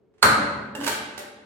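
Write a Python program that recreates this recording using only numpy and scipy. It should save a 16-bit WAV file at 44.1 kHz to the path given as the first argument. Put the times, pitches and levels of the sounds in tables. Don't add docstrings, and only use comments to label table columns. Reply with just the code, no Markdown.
import sys
import numpy as np
from scipy import signal
from scipy.fft import rfft, irfft
from scipy.io import wavfile
from scipy.ndimage import uniform_filter1d

SR = 44100
rng = np.random.default_rng(int(sys.argv[2]) if len(sys.argv) > 2 else 0)


def level_to_linear(level):
    exponent = np.asarray(level, float) / 20
    return 10 ** exponent


def bounce(signal):
    frames = np.transpose(np.atleast_2d(signal))
    limited = np.clip(frames, -1, 1)
    pcm = np.round(limited * 32767).astype(np.int16)
    wavfile.write(sys.argv[1], SR, pcm)


N = 63945

KNOCK_S = [.7512, .7548, .804, .8126, .845, .865, .8675, .8762, .881, .915, 1.1775, 1.1798, 1.19, 1.202]


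def at(s):
    return int(s * SR)


def unit(x):
    return x / np.sqrt(np.sum(x ** 2))


def decay(t, t60):
    return np.exp(-np.log(1000) * t / t60)


def curve(hz, table):
    table = np.array(table)
    return np.interp(np.log(np.maximum(hz, 1)), np.log(table[:, 0]), table[:, 1])


def colour(x, table, modes=(), size=8192):
    f = np.arange(size // 2 + 1) * SR / size
    power = level_to_linear(curve(f, table)) ** 2
    for hz, db, t60 in modes:
        detune = (f - hz) * 2 * np.pi * t60 / np.log(1000)
        power = power + level_to_linear(db) ** 2 / (1 + detune ** 2)
    cepstrum = irfft(np.log(power) / 2)
    cepstrum[1:size // 2] *= 2
    cepstrum[size // 2 + 1:] = 0
    response = unit(irfft(np.exp(rfft(cepstrum))))
    return signal.fftconvolve(x, response)[:len(x)]


def ring(x, modes):
    t = np.arange(N) / SR
    body = sum(level_to_linear(db) * np.sin(2 * np.pi * hz * t) * decay(t, t60) for hz, db, t60 in modes)
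    return signal.fftconvolve(x, body)[:N]


def burst(s, db, length):
    out, t = np.zeros(N), np.arange(2048) / SR
    noise = rng.standard_normal(len(t))
    noise[0] = -3
    for _ in range(6):
        spec = rfft(noise * np.exp(-t / length))
        noise = irfft(spec / np.abs(spec))
        noise = noise * np.exp(np.minimum(t / length, 4)) / np.max(np.abs(noise))
        noise = np.clip(noise, -1, 1)
    out[at(s):at(s) + len(t)] = 2 * level_to_linear(db) * noise * np.exp(-t / length)
    return out


def tick(s, db):
    out = np.zeros(N)
    out[at(s)] = level_to_linear(db)
    return out


def town_hum():
    # pitch_hz, level_db per Hz
    traffic = [(18, -60), (30, -19), (318, -16), (402, -12.5), (431, -6), (484, -22), (519, -19),
               (810, -30.5), (8000, -62), (10400, -88), (17600, -120)]
    level_db, width = -65, 0.58
    mid, side = (colour(rng.standard_normal(N + 4096), traffic)[4096:] for _ in range(2))
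    return level_to_linear(level_db) * np.array([mid + width * side, mid - width * side])


def garage():
    # pitch_hz, t60_s
    room_t60 = [(60, 2.1), (250, 1.65), (500, 1.16), (1200, 0.99), (2500, 0.94), (5000, 0.69), (9000, 0.51),
                (15000, 0.19)]
    # pitch_hz, level_db, t60_s
    room_modes = [(75.1, 5, 1.16), (134.6, 0, 2), (212.5, 3, 2.54), (257.2, 0.5, 2.3), (578.7, 1.5, 1.93)]
    room_db, modes_db = 9, -8
    first_echo_s, build_s = 0.00405, 0.0011
    alike_hz, bass_side = 700, 0.06
    t, f, out = np.arange(N) / SR, np.arange(N // 2 + 1) * SR / N, 0
    mid, side = rfft(rng.standard_normal((2, N)))
    side = side * np.sqrt(bass_side ** 2 + f ** 2 / (f ** 2 + alike_hz ** 2))
    pair = np.array([mid + side, mid - side])
    for octave in np.arange(4.5, 15, .5):
        share = np.clip(1 - 2 * np.abs(np.log2(f + 1) - octave), 0, 1)
        out = out + irfft(pair * share, N) * decay(t, curve(2 ** octave, room_t60))
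    late = np.maximum(t - first_echo_s, 0)
    out = out * (1 - np.exp(-late / build_s))
    boom = level_to_linear(modes_db - 45.5) * ring(tick(first_echo_s, 0), room_modes)
    return level_to_linear(room_db) * np.sqrt(2) * unit(out) + boom


def spring_hum():
    start_s, end_s, pull_s = .765, .872, 0.026
    pitch_hz, sag_hz, settle_s = 284.7, 24.59, 0.011
    level_db, flutter_db, t60_s = -33, 3.5, 0.07
    t = np.arange(N) / SR
    pull = np.clip((t - start_s) / pull_s, 0, 1) * decay(np.maximum(t - end_s, 0), t60_s)
    hz = pitch_hz - sag_hz * np.exp(-np.maximum(t - start_s, 0) / settle_s)
    wobble = uniform_filter1d(rng.standard_normal(N), size=600)
    level = level_to_linear(level_db + flutter_db * 15 * np.roll(wobble, N // 2))
    return level * pull * np.sin(2 * np.pi * np.cumsum(hz) / SR + 6 * wobble)


def slide_scrape():
    # start_s, end_s, start_db, end_db
    strokes = [
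        (0.787, 0.845, -73, -36.5),
        (0.858, 0.86, -60, -39.5),
    ]
    grains_per_s, spread_db = 2000, -1
    t = np.arange(N) / SR
    grains = (rng.random(N) < grains_per_s / SR) * rng.standard_normal(N)
    grains = grains * level_to_linear(spread_db * rng.exponential(size=N))
    swell = sum(level_to_linear(np.interp(t, [a, b], [db0, db1])) * (t > a) * (t < b) for a, b, db0, db1 in strokes)
    return grains * swell


def slide():
    # level_db, rattle_s, body_db
    blows = [(-43.5, 0.0053, -40.5), (-40.5, 0.0032, -25), (-44, 0.011, 3), (-45, 0.0077, 11.5),
             (-28, 0.0037, -28), (-27.5, 0.0075, -8.5), (-28, 0.0044, -4.5), (-24, 0.0086, -10),
             (-26, 0.0049, -13.5), (-35, 0.019, -5), (-35, 0.00269, -12.5), (-33.5, 0.0037, -23.5),
             (-44, 0.013, -15), (-56, 0.0062, -10)]
    # pitch_hz, level_db per Hz
    knock_colour = [(60, -33), (150, -28), (570, -13), (1400, -11), (3000, -13), (4500, -13.5), (9000, -19),
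                    (16000, -26)]
    # pitch_hz, level_db, t60_s
    slide_body = [(610.6, -2.5, 0.061), (900, 3.5, 0.021), (1146, 6, 0.013), (1552, 4.5, 0.055),
                  (2150, -18, 0.0092), (2940, 6.5, 0.011), (8700, -29, 0.0066)]
    # pitch_hz, level_db, t60_s
    catch = [(2770, -9, 0.069), (7660, -5.5, 0.016), (855, -6, 0.083), (580, 4, 0.019), (1700, 1.5, 0.027)]
    # pitch_hz, level_db, t60_s
    grip = [(597.7, -3.5, 0.17), (787, 3.5, 0.03), (2168, -1, 0.043), (1440, -6.5, 0.056),
            (2970, -3.5, 0.033), (3830, 2.5, 0.022)]
    catch_db, grip_db = -35.5, -44
    scrape = slide_scrape()
    knocks = sum(burst(s, db, length) for s, (db, length, _) in zip(KNOCK_S, blows))
    pushes = sum(tick(s, db + body_db) for s, (db, _, body_db) in zip(KNOCK_S, blows))
    contact = colour(knocks + 3 * scrape, knock_colour)
    body = ring(.5 * pushes + 0.062 * scrape, slide_body)
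    catch_ring = ring(tick(KNOCK_S[0], catch_db), catch)
    grip_ring = ring(tick(KNOCK_S[-3], grip_db), grip)
    return contact + body + catch_ring + grip_ring


def trigger_creaks():
    # start_s, level_db
    creaks = [
        (0.139, -74.5),
        (0.181, -64.5),
    ]
    # pitch_hz, level_db per Hz
    creak_colour = [(350, -57), (600, -2.5), (1970, -7), (4390, -15.5), (8280, -20), (10000, -25),
                    (13000, -65), (22000, -120)]
    return colour(sum(burst(s, db, 0.017) for s, db in creaks), creak_colour)


def plunger_bounce():
    # pitch_hz, level_db, t60_s
    rebound = [(1250, 0.5, 0.066), (1546, 1, 0.068), (1030, -7.5, 0.044), (575.8, -21.5, 1.9)]
    late_bounce = level_to_linear(-27.5) * unit(burst(.2425, 0, 0.0083))
    early_bounce = level_to_linear(-21) * unit(burst(0.24, 0, 0.00256))
    return ring(late_bounce + early_bounce, rebound)


def plunger_shot():
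    # pitch_hz, level_db per Hz
    slam_colour = [(40, -20), (80, -9), (400, -16.5), (1350, -8.5), (3400, -26), (5600, -24.5),
                   (8500, -22.5), (15000, -34.5)]
    # pitch_hz, level_db, t60_s
    barrel = [(1266, -3.5, 0.016), (1492, -1.5, 0.031), (1042, -8, 0.03), (1134, -7, 0.018),
              (1562, -4, 0.083), (2070, -14.5, 0.0095), (4244, -7, 0.01), (550, -10, 0.032)]
    rush_s, rush_db, rise_db_per_s = 0.18, -18.5, 4600
    slam_s, slam_db, settle_s = .2282, -6, 0.0049
    t = np.arange(N) / SR
    swell = level_to_linear(rush_db - rise_db_per_s * (slam_s - t)) * (t > rush_s) * (t < slam_s)
    rush = rng.standard_normal(N) * swell
    return colour(rush + burst(slam_s, slam_db, settle_s), slam_colour, barrel)


def direct_rings():
    # pitch_hz, level_db, t60_s
    crack = [(4340, -10, 0.014), (1680, -9, 0.0012), (7200, -15.5, .004), (11000, -18, 0.0017)]
    # pitch_hz, level_db, t60_s
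    ping = [(2780, -44, 0.094), (857, -46.5, 0.067)]
    # pitch_hz, level_db, t60_s
    latch = [(931, -2, 0.11), (1190, -8, 0.033), (624, -5.5, 0.067)]
    latch_ring = ring(tick(KNOCK_S[7], -24.5), latch)
    return latch_ring + ring(tick(KNOCK_S[0], 0), ping) - ring(tick(.2277, 0), crack)


def scene():
    # pitch_hz, level_db
    room_colour = [(50, -7), (120, -3.5), (300, 3), (700, -0.5), (2000, 0.5), (5500, -4), (14000, 4)]
    direct_db, direct_low_hz = 3.5, 500
    pan_db, treble_pan_db, lag_s = -8, -0.5, 0.00011
    spring_room_db, hiss_db = -24.5, -96
    spring = spring_hum()
    dry = plunger_shot() + trigger_creaks() + plunger_bounce() + slide()
    to_walls = colour(dry + level_to_linear(spring_room_db) * spring, room_colour)
    wet = signal.fftconvolve(to_walls[None], garage(), axes=1)[:, :N]
    f, side = np.arange(N // 2 + 1) * SR / N, np.array([[.5], [-.5]])
    low_cut = signal.butter(1, direct_low_hz, "high", fs=SR, output="sos")
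    near = signal.sosfilt(low_cut, dry + direct_rings())
    lead = np.exp(2j * np.pi * f * side * lag_s)
    near = irfft(rfft(near) * level_to_linear(direct_db + side * pan_db) * lead, N)
    shade = level_to_linear(side * treble_pan_db * f ** 2 / (f ** 2 + 3000 ** 2))
    blaster = irfft(rfft(near + wet) * shade, N) + spring
    return blaster + town_hum() + level_to_linear(hiss_db) * rng.standard_normal((2, N))


def top_cut(x):
    return signal.sosfilt(signal.butter(12, 16990, fs=SR, output="sos"), x)


def record(dry):
    x = signal.sosfilt(signal.butter(3, 60, "high", fs=SR, output="sos"), dry)
    x = np.tanh(1.155 * x) / 1.026
    x = signal.sosfilt(signal.ellip(8, .2, 60, 15800, fs=SR, output="sos"), x)
    return top_cut(x)


dry = scene()
out = record(dry)
bounce(out)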